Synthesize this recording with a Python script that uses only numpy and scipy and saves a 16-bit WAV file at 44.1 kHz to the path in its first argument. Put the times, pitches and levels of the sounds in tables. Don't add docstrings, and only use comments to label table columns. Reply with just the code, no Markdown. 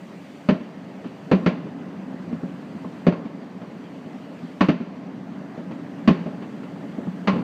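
import sys
import numpy as np
from scipy import signal
from scipy.fft import rfft, irfft, next_fast_len
from scipy.io import wavfile
from scipy.ndimage import uniform_filter1d

SR = 44100
rng = np.random.default_rng(int(sys.argv[2]) if len(sys.argv) > 2 else 0)


def rack_gain(trim_db):
    fader = np.asarray(trim_db, float)
    return 10 ** (fader / 20)


def pcm_store(signal):
    levels = np.round(np.clip(np.atleast_2d(signal), -1, 1) * 32767)
    wavfile.write(sys.argv[1], SR, levels.astype(np.int16).T)


N = 327663

# t/s, level/dB
WASH = [(0.0, -42), (0.25, -43), (1.41, -37.5), (1.51, -32.5), (1.76, -36), (2.29, -34), (2.67, -37),
        (3.08, -36.5), (3.5, -39), (4.47, -38), (4.67, -43), (5.03, -37.5), (5.34, -36), (6.25, -35),
        (6.83, -35.5), (7.26, -34.5), (7.43, -27)]
# f/Hz, density/dB
WASH_LOW = [(29, -70.5), (50, -49.5), (77, -23.5), (108, -13), (136, -9), (183, 3), (219, -2.5),
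            (284, -1.5), (330, -14), (398, -14), (420, -16), (550, -65), (920, -120)]
WASH_MIDDLE = [(160, -40), (280, -4), (329, -12.5), (513, -12), (602, -12), (926, -18.5), (1080, -21),
               (1490, -25), (1600, -24.5), (2080, -29), (3520, -120)]
# f/Hz, density/dB
TRAFFIC = [(530, -1), (900, -10.5), (1270, -3.5), (1350, -16.5), (1610, -8), (1750, -5.5), (1900, -4),
           (2980, -7), (3760, -13.5), (4700, -13.5), (5200, -20), (6040, -19.5), (10000, -46.5),
           (13000, -68), (22000, -120)]
MIC_NOISE = [(4120, -26.5), (7000, -11.5), (8780, -15.5), (10500, -22.5), (11800, -23.5), (14600, -21),
             (15500, -23)]
# t/s, drop/dB
GAIN_DROPS = [
    (.495, 5),
    (1.47, 4.5),
    (3.075, 6),
    (4.692, 8),
    (6.085, .8),
]
# t/s, boom/dB, knock/dB, crack/dB, flutter t60/s
BURSTS = [
    (0.4877, -2.5, -9.5, -18.5, 0.11),
    (1.3142, -5, -6.5, -16, 0.18),
    (1.4617, -5.5, -11, -16.5, 0.047),
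    (3.0673, -3, -7, -22.5, 0.027),
    (4.6077, -5, -11, -12.5, 0.12),
    (4.6857, -2.5, -9, -22.5, 0.058),
    (6.0757, -1, -10.5, -15.5, 0.099),
    (7.2737, -8.5, -12.5, -16.5, 0.16),
]
# delay/s, level/dB
WALL_BOUNCES = [(.0024, 0.5), (.0072, -14.5), (.0125, -5), (.0175, -20.5), (.023, -15)]
# f/Hz, width/Hz, level/dB
BOOM_MODES = [(174.6, 31.6, 2), (252.4, 58.1, -3)]
# f/Hz, width/Hz, level/dB
KNOCK_MODES = [(353.4, 148, 1.5), (641, 108, 0)]
# f/Hz, width/Hz, level/dB
CRACK_MODES = [(834, 58, 2.5), (1063, 91, 8.5), (1390, 110, -0.5)]
# f/Hz, width/Hz, level/dB
SNAP_MODES = [(1730, 960, -4.5), (2726, 730, 0.5), (3310, 1280, -5.5), (4650, 560, -7.5), (6020, 840, -17)]
# delay/s, boom loss/dB, treble loss/dB
TOWERS = [(.055, -15, -20.5), (.115, -16.5, -22.5), (.186, -25.5, -33), (.348, -26, -26.5)]
# t/s, boom/dB, knock/dB, crack/dB
STRAY_THUDS = [(0.902, -34, -31.5, -55), (1.043, -31, -27, -32), (1.059, -17, -32, -41),
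               (2.327, -14.5, -31, -36.5), (2.617, -27, -38, -47), (2.749, -17, -33.5, -48.5),
               (2.865, -32, -52, -56), (3.123, -20, -30, -25), (3.252, -19, -37, -35),
               (3.616, -24.5, -27.5, -37), (4.06, -23, -30, -48), (4.43, -19.5, -39, -50),
               (4.713, -10.5, -33.5, -32), (4.809, -17, -41, -37), (5.576, -20, -24, -38),
               (5.71, -18, -26, -33), (5.935, -25, -51, -61), (6.26, -12.5, -21, -30),
               (6.421, -28, -26.5, -34), (6.63, -35, -31, -34), (6.833, -42, -31, -42),
               (6.982, -13, -22, -46), (6.094, -1.5, -12.5, -21.5), (7.33, -10.5, -19.5, -28),
               (7.357, -12, -18.5, -25), (7.378, -14, -25, -32)]
# t/s, boom/dB, knock/dB, crack/dB
LIFTS = [
    (2.432, -17, -21.5, -38),
    (2.845, -24, -23.5, -32.5),
    (7.069, -16.5, -24, -33.5),
]

MIDDLE_DB, MIDDLE_PER_WASH_DB = -43, 0.58
TRAFFIC_DB, HISS_DB = -54.5, -70.5
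FLUTTER_HZ = 192.56
AIR_HZ = 7560
SNAP_DB, SNAP_PER_CRACK_DB = -9, 0.6
THUD_T60_S, LIFT_T60_S = 0.054, 0.03
BANG_LEN = SR // 2


def unit(x):
    return x / np.sqrt(np.mean(x ** 2) + 1e-20)


def peaked(x):
    return x / np.abs(x).max()


def filtered(x, response):
    size = next_fast_len(x.shape[-1] + 8192)
    spectrum = rfft(x, size) * response(np.fft.rfftfreq(size, 1 / SR))
    return irfft(spectrum, size)[..., :x.shape[-1]]


def rush(spectrum, patchy_db):
    z = signal.stft(rng.standard_normal(N + 512), nperseg=512)[2]
    field = uniform_filter1d(rng.standard_normal(z.shape), size=5, axis=0)
    field = uniform_filter1d(field, size=8, axis=1)
    noise = signal.istft(z * rack_gain(patchy_db * unit(field)), nperseg=512)[1][:N]
    f_hz, level_db = np.transpose(spectrum)

    def colour(hz):
        return rack_gain(np.interp(np.log(hz + 1), np.log(f_hz), level_db, -120, -120))

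    return unit(filtered(noise, colour))


def duck_db():
    t = np.arange(N) / SR
    return sum(drop_db * (t > s) * np.exp(-np.abs(t - s) / 1.1) for s, drop_db in GAIN_DROPS)


def rumble():
    s, level_db = np.transpose(WASH)
    wash_db = np.interp(np.arange(N) / SR, s, level_db)
    middle_db = MIDDLE_DB + MIDDLE_PER_WASH_DB * (wash_db - wash_db.mean())
    low = rack_gain(wash_db + 1.5) * rush(WASH_LOW, patchy_db=0.26)
    middle = rack_gain(middle_db) * rush(WASH_MIDDLE, patchy_db=1.3)
    traffic = rack_gain(TRAFFIC_DB + 0.5 - 0.39 * duck_db()) * rush(TRAFFIC, patchy_db=1.6)
    return low + middle + traffic


def hiss():
    return rack_gain(HISS_DB + 1.5 - duck_db()) * rush(MIC_NOISE, patchy_db=0.15)


def resonances(modes, hz):
    return sum((-1) ** k * rack_gain(db) * 1j * hz * width / (centre ** 2 - hz ** 2 + 1j * hz * width)
               for k, (centre, width, db) in enumerate(modes))


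def wall_arrivals(t60_s):
    trips_s = np.arange(1, 13) / FLUTTER_HZ
    flutter_db = -60 * trips_s / max(t60_s, 0.02)
    bounces = WALL_BOUNCES + list(zip(trips_s - 0.0006, flutter_db))
    arrivals = np.zeros(BANG_LEN)
    arrivals[0] = 1
    for (lag_s, level_db), (slip, gain) in zip(bounces, rng.standard_normal((len(bounces), 2))):
        arrivals[round((lag_s + 0.00015 * slip) * SR)] += rack_gain(level_db + 1.8 * gain)
    return arrivals / np.linalg.norm(arrivals)


def scatter(life_s, shock_s):
    t = np.arange(BANG_LEN) / SR
    rise = 1 - np.exp(-t / (4 * shock_s))
    decay = rack_gain(-60 * t / life_s) + rack_gain(-20 - 60 * t / (6.6 * life_s))
    return rise * decay / np.sqrt(life_s * SR) * rng.standard_normal(BANG_LEN)


def blasts(rows, shock_s, scatter_db, boom_s, lift_db):
    out = np.zeros(N + 2 * SR)
    size = next_fast_len(BANG_LEN + 4096)
    hz = np.fft.rfftfreq(size, 1 / SR)
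    shock = 1j * hz / (1 + 2j * np.pi * hz * shock_s) ** 2
    groups = [shock * resonances(modes, hz) for modes in (BOOM_MODES, KNOCK_MODES, CRACK_MODES, SNAP_MODES)]
    for s, boom_db, knock_db, crack_db, t60_s in rows:
        arrivals = wall_arrivals(t60_s)
        levels_db = [boom_db, knock_db, crack_db, SNAP_DB + SNAP_PER_CRACK_DB * crack_db]
        lives_s = [boom_s * t60_s + 0.06, 0.15, 0.22, 0.14]
        mixes_db = [-3, scatter_db - 5.0, scatter_db - 7.5, scatter_db + 2.5]
        bang = np.zeros(BANG_LEN)
        for group, level_db, trim_db, life_s, mix_db in zip(groups, levels_db, lift_db, lives_s, mixes_db):
            drive = arrivals + rack_gain(mix_db) * scatter(life_s, shock_s)
            ring = irfft(rfft(drive, size) * group, size)[:BANG_LEN]
            bang += rack_gain(level_db + trim_db) * peaked(ring)
        out[round(s * SR):][:BANG_LEN] += bang

    def air(f):
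        return (1 - (f / AIR_HZ) ** 2 + 1.3j * f / AIR_HZ) ** -3

    return filtered(out[:N], air)


def bursts():
    return blasts(BURSTS, shock_s=0.00036, scatter_db=13.5, boom_s=1.0, lift_db=[0.15, 0.99, 0.18, 3.23])


def thuds():
    rows = [(s + lag_s, boom + low_db, knock + high_db, crack + high_db, THUD_T60_S)
            for s, boom, knock, crack, _ in BURSTS for lag_s, low_db, high_db in TOWERS]
    rows += [(*row, THUD_T60_S) for row in STRAY_THUDS]
    return blasts(rows, shock_s=0.00046, scatter_db=16, boom_s=0.7, lift_db=[-3.0, -2.7, -5.0, -11.5])


def lifts():
    rows = [(*row, LIFT_T60_S) for row in LIFTS]
    return blasts(rows, shock_s=0.0006, scatter_db=3, boom_s=0.5, lift_db=[0, 0, 0, -19])


def scene():
    return (rumble() + hiss() + bursts() + thuds() + lifts())[None]


def top_cut(x):
    return signal.sosfilt(signal.butter(12, 16120, fs=SR, output="sos"), x)


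def record(dry):
    x = filtered(dry, lambda hz: (1j * hz / (1j * hz + 80)) ** 2)
    x = x + 0.11 * x * x
    x = x / (1 + np.abs(x / 0.72) ** 24) ** (1 / 24)
    x = x * np.clip((N - np.arange(N)) / 130, 0, 1)
    return top_cut(x)


dry = scene()
out = record(dry)
pcm_store(out)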